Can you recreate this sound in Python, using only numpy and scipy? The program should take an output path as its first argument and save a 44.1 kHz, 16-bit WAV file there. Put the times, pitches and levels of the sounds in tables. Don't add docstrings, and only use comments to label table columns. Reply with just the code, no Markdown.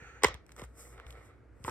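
import sys
import numpy as np
from scipy import signal
from scipy.fft import rfft, irfft, next_fast_len
from scipy.io import wavfile
from scipy.ndimage import map_coordinates

SR = 44100
rng = np.random.default_rng(int(sys.argv[2]) if len(sys.argv) > 2 else 0)


def ratio_of_db(decibels):
    return 10 ** (np.asarray(decibels, float) / 20)


def transcribe(signal):
    frames = np.atleast_2d(signal).T
    limited = np.clip(frames, -1, 1)
    pcm = np.round(limited * 32767).astype(np.int16)
    wavfile.write(sys.argv[1], SR, pcm)


N = 74970

# start_s, peak_db, brightness_db, body_db, burst_ms
SNAPS = [(0.219,-36.5,-23.5,-5,10.8), (0.2339,-10,-15,-4,2.61), (.2368,-16,-16,0,2.08),
         (0.2442,-5,-18.5,2.5,1.48), (0.2471,-12,-23,1,1.54), (.2665,-35,-6,2,3.2), (.2825,-35,-7,13,2.4),
         (0.588,-48,-21,12,1.4), (0.5942,-41.5,-13,14,2), (0.6,-50,-25.5,7.5,3.1),
         (.617,-41,-11.5,11.5,1.9), (1.646,-33,-30,-3,2.8)]
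# pitch_hz, width_hz, level_db
SHELL_MODES = [(429,88,0), (516,70,-4), (853,90,-3.5), (988,140,1.5), (1079,114.5,4), (1410,130,-10.5),
               (1603,140,-6), (1937,290,-6), (2155,152,-0.5), (2700,229,-8.5), (3550,1400,-12),
               (5400,310,-20)]
# pitch_hz, width_hz, level_db
BODY_MODES = [(133.6, 150, -21), (240, 150, -7.5), (340, 65, -0.5), (473, 180, 1)]
# pitch_hz, level_db
CRACK_COLOUR = [(1000, -25), (2500, 4), (4200, 10.5), (5500, 14), (8000, 16), (12000, 3), (15500, -2),
                (17000, -13)]
# start_s, level_db, pitch_hz, brightness_db, burst_ms
TICKS = [(.342,-37.5,1850,-11,2), (.349,-36.5,1220,-30.5,2.6), (0.4646,-56,1890,-4.5,1.4),
         (0.4924,-47,1825,-23.5,2), (.506,-54,1900,-28,1.66), (0.5183,-46,1700,-7,3.1),
         (.5636,-49,1300,-3,2.3), (.580,-53.5,2300,-21,2), (0.6025,-50.5,2027,-23,1.5),
         (.638,-48.5,2200,-7,1.8), (0.6414,-44,1300,-27,2), (.979,-53,1900,-17,1.4),
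         (0.9994,-40.5,1530,-31,.6), (1.066,-45,2320,-21,2), (1.1054,-47.5,3100,-7.5,2.5),
         (1.125,-52,3090,-17,3.5), (1.6414,-42,3260,-6,0.63), (1.668,-40,1880,-20,1.5),
         (1.695,-39,1700,-9,2)]
# start_s, level_db, first_pitch_hz, t60_s
THUMPS = [(.02,-44.5,260,0.076), (0.079,-53,80.8,0.15), (.25,-32,380.6,0.24), (.30,-39,152.3,0.17),
          (0.346,-42,156,0.4), (0.6173,-38.5,811,0.15), (0.661,-61.5,70.25,0.27), (0.983,-48,100.8,0.159),
          (1.063,-46.5,67.4,0.5), (1.603,-48,250.6,0.11), (1.645,-37.5,260,0.12), (1.69,-37,151,0.143)]
# start_s, level_db
HUB_SLIPS = [
    (1.6793, -25),
    (1.6825, -28.5),
    (1.6872, -30),
]
# pitch_hz, width_hz, level_db
HUB_MODES = [(361,116,0), (482.6,77.2,0.5), (970,126,5.5), (1262,93,0), (1590,240,-1.5), (2225,300,-8),
             (2440,87,-1.5)]
# start_s, rise_s, hold_s, fall_s, level_db
TURNS = [
    (-0.064,0.03,.2,0.16,-56.5),
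]
# pitch_hz, width_hz, level_db
EDGE_MODES = [(469, 39, -6), (810, 100, -10), (1360, 130, -1.5), (1720, 330, -3), (2150, 480, -5),
              (2510, 370, -6), (3500, 570, -23.5), (4400, 300, -21.5), (5500, 170, -31.5),
              (6350, 1000, -19.5), (7300, 2000, -28)]
# start_s, rise_s, hold_s, fall_s, level_db
DRAGS = [
    (.21,0.025,0.047,0.11,-45),
    (.55,0.034,0.057,0.0114,-53.5),
    (.72,0.068,0.15,0.113,-63),
    (.9,0.085,0.13,0.092,-60.5),
    (1.1,0.047,0.14,0.18,-63),
    (1.62,0.049,.06,0.045,-53),
]
# pitch_hz, width_hz, level_db
PILE_MODES = [(472, 170, 0.5), (830, 220, -4), (1272, 270, 1), (1710, 700, -1.5), (2005, 490, 2),
              (2426, 160, -15.5), (3570, 1400, -19.5)]
# start_s, rise_s, hold_s, fall_s, level_db
SLIDES = [
    (.45,0.0366,0.046,.03,-82.5),
    (.55,0.036,0.0188,0.033,-61),
    (.625,0.0099,0.0171,0.0093,-63.5),
    (.74,0.062,0.031,0.14,-56),
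    (.86,0.037,0.043,0.034,-74),
    (1.05,0.032,0.038,0.21,-69.5),
    (1.19,0.063,0.0188,0.054,-74.5),
    (1.625,0.038,.05,0.043,-54),
]
# pitch_hz, level_db
FILM_COLOUR = [(2000, -25), (3200, -13.5), (4300, -13), (6000, -3), (8400, 2), (11500, -5.5),
               (14500, -11.5), (16500, -26.5)]
# pitch_hz, left_lead_radians
PORT_LEAD = [(0, 0), (3000, 1.3), (4400, 3.3), (5300, 7.0), (16500, 28.55)]
# pitch_hz, left_minus_right_db
PORT_LEAN = [(200, 1), (700, -1), (1500, -3), (3000, -2.5), (5000, .5), (6000, 0), (14000, 0)]
# pitch_hz, level_db
ROOM_SEND = [(100, -18), (400, 0), (1000, 1), (2200, -2), (4000, -9.5), (8000, -17), (16000, -35.5)]
# pitch_hz, t60_s
ROOM_DECAY = [(200, 0.058), (1500, 0.16), (5000, 0.22), (14000, 0.028)]
# pitch_hz, level_db
AIR_COLOUR = [(60,-8), (190,-27.5), (320,-23), (500,-27), (1000,-40), (1350,-34.5), (2300,-44), (3200,-58),
              (9000,-64), (16000,-80)]
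# pitch_hz, likeness (0 to 1)
AIR_ALIKE = [(60, 1), (500, 0.6), (2000, 0.77), (8000, 0.47)]
# pitch_hz, width_hz, level_db
HUM_MODES = [(59.2, 3.8, 2.5), (123.9, 6, -8)]


def unit(x):
    return x / np.sqrt(np.mean(x ** 2) + 1e-20)


def along(points, hz):
    f, v = np.transpose(points)
    return np.interp(np.log(hz + 1), np.log(f + 1), v)


def wobble(rate):
    return map_coordinates(rng.standard_normal(int(N * rate / SR) + 4), [np.arange(N) * rate / SR])


def filtered(x, response):
    m = next_fast_len(N + SR // 2)
    return irfft(rfft(x, m) * response(np.fft.rfftfreq(m, 1 / SR)), m)[..., :N]


def rings(modes):
    def response(f):
        total = 0
        for k, (hz, width, db) in enumerate(modes):
            total = total + (-1) ** k * ratio_of_db(db) * 1j * f * width / (hz * hz - f * f + 1j * f * width)
        return total
    return response


def shaped(points):
    return lambda hz: ratio_of_db(along(points, hz))


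def dull(hz_edge):
    return lambda f: 1 / (1 + 1.4j * f / hz_edge - (f / hz_edge) ** 2)


def gritty(grit_db, rate):
    return rng.standard_normal(N) * ratio_of_db(grit_db * wobble(rate))


def strokes(rows):
    t = np.arange(N) / SR
    gain = np.zeros(N)
    for s, rise, hold, fall, db in rows:
        corners = np.cumsum([s - .3, .3, rise, hold, fall, .3])
        gain += ratio_of_db(db + np.interp(t, corners, [-80.5, -20.5, 3.5, 0.0, -21.5, -74]))
    return gain


def bursts(times, levels_db, t60s, kick=0.):
    out, t = np.zeros(N + SR), np.arange(SR // 5) / SR
    for s, db, t60 in zip(times, levels_db, t60s):
        burst = rng.standard_normal(len(t)) * ratio_of_db(-60 * t / t60) * (1 - np.exp(-8 * t / t60))
        burst = np.sqrt(1 - kick) * burst / np.linalg.norm(burst)
        burst[int(t60 * SR / 12)] -= np.sqrt(kick)
        out[round(s * SR):][:len(t)] += ratio_of_db(db) * burst
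    return out[:N]


def snaps():
    s, db, bright_db, body_db, ms = np.transpose(SNAPS)
    t60, kick = ms * .004, .7
    shell = filtered(bursts(s, db + 31, t60, kick), rings(SHELL_MODES))
    body = filtered(bursts(s, db + body_db + 21.5, t60, kick), rings(BODY_MODES))
    crack = filtered(bursts(s, db + bright_db + 12, 1.3 * t60), shaped(CRACK_COLOUR))
    return filtered(shell + body, dull(hz_edge=3600)) + crack


def ticks():
    s, db, hz, bright_db, ms = np.transpose(TICKS)
    t60 = ms * 0.0048
    out = filtered(bursts(s, db + bright_db + 11, t60), shaped(CRACK_COLOUR))
    for start, level, pitch, decay in zip(s, db, hz, t60):
        panel = rings([(pitch, 0.97 * pitch, 0)])
        burst = bursts([start], [level + 27], [decay], kick=0.62)
        out += filtered(filtered(burst, panel), panel)
    return out


def thumps():
    floor_hz, sag_s, rise_s = 62, .0055, .0015
    out, t = np.zeros(N + SR), np.arange(SR // 2) / SR
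    for s, db, first_hz, t60 in THUMPS:
        turns = floor_hz * t + (first_hz - floor_hz) * sag_s * (1 - np.exp(-t / sag_s))
        swell = ratio_of_db(db - 60 * t / t60) * (1 - np.exp(-t / rise_s))
        out[round(s * SR):][:len(t)] += swell * np.sin(2 * np.pi * turns)
    return out[:N]


def hub():
    s, db = np.transpose(HUB_SLIPS)
    slips = bursts(s, db + 29.5, np.full(len(s), .006), kick=0.675)
    return filtered(filtered(slips, rings(HUB_MODES)), dull(hz_edge=3500))


def rubbing():
    edge = unit(filtered(gritty(grit_db=0.5, rate=870), rings(EDGE_MODES)))
    turn = strokes(TURNS) * ratio_of_db(0.94 * wobble(24)) * edge
    pile = unit(filtered(gritty(grit_db=2, rate=300), rings(PILE_MODES)))
    drag = strokes(DRAGS) * ratio_of_db(1.4 * wobble(25)) * pile
    return filtered(turn, dull(hz_edge=19000)) + filtered(drag, dull(hz_edge=3000))


def sliding():
    hiss = unit(filtered(gritty(grit_db=0.0, rate=300), shaped(FILM_COLOUR)))
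    return strokes(SLIDES) * ratio_of_db(1.2 * wobble(50)) * hiss


def ports(x):
    def response(hz):
        half = ratio_of_db(along(PORT_LEAN, hz) / 2) * np.exp(.5j * np.interp(hz, *np.transpose(PORT_LEAD)))
        return np.array([half, 1 / half])
    return filtered(x, response)


def room(x):
    hz, t, z = signal.stft(rng.standard_normal((2, SR // 2)), SR, nperseg=256)
    tail = signal.istft(z * ratio_of_db(-60 * t / along(ROOM_DECAY, hz)[:, None]), SR, nperseg=256)[1]
    late = np.pad(x, (150, 0))[None]
    return signal.fftconvolve(late, tail / np.linalg.norm(tail[0]), axes=1)[:, :N]


def echoes():
    s, db = np.transpose(SNAPS + TICKS)[:2]
    return room(filtered(bursts(s, db + 15.5, np.full(len(s), .03)), shaped(ROOM_SEND)))


def air():
    def spread(hz):
        angle = np.arccos(np.clip(along(AIR_ALIKE, hz), -1, 1)) / 2
        return ratio_of_db(along(AIR_COLOUR, hz)) * (hz > 90) * np.array([np.cos(angle), np.sin(angle)])
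    mid, side = filtered(rng.standard_normal((2, N)), spread)
    tone = unit(np.array([mid + side, mid - side]))
    hum_colour = shaped([(30, -18.5), (55, -1.5), (130, -5.5), (300, -18.0)])
    humming = filtered(rng.standard_normal((2, N)), rings(HUM_MODES))
    hum, sway = unit(filtered(humming, hum_colour))
    return ratio_of_db(-62) * tone + ratio_of_db(-57) * (hum + ratio_of_db(-14) * sway * [[1], [-1]])


def scene():
    rub, slide, tick = rubbing() + hub(), sliding(), ticks()
    near = ports(snaps() + tick + rub + slide + thumps())
    alike = ratio_of_db(-10.5) * np.roll(tick + rub, 9)
    answer = ratio_of_db(-6.5) * echoes() + room(ratio_of_db(-8.5) * rub + ratio_of_db(-17) * slide)
    return near + alike + answer + air()


def roll_off(x):
    return signal.sosfilt(signal.butter(12, 16850, fs=SR, output="sos"), x)


def record(dry):
    top_hz = 16800
    mix = filtered(dry, lambda hz: hz < top_hz)
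    return roll_off(mix)


dry = scene()
out = record(dry)
transcribe(out)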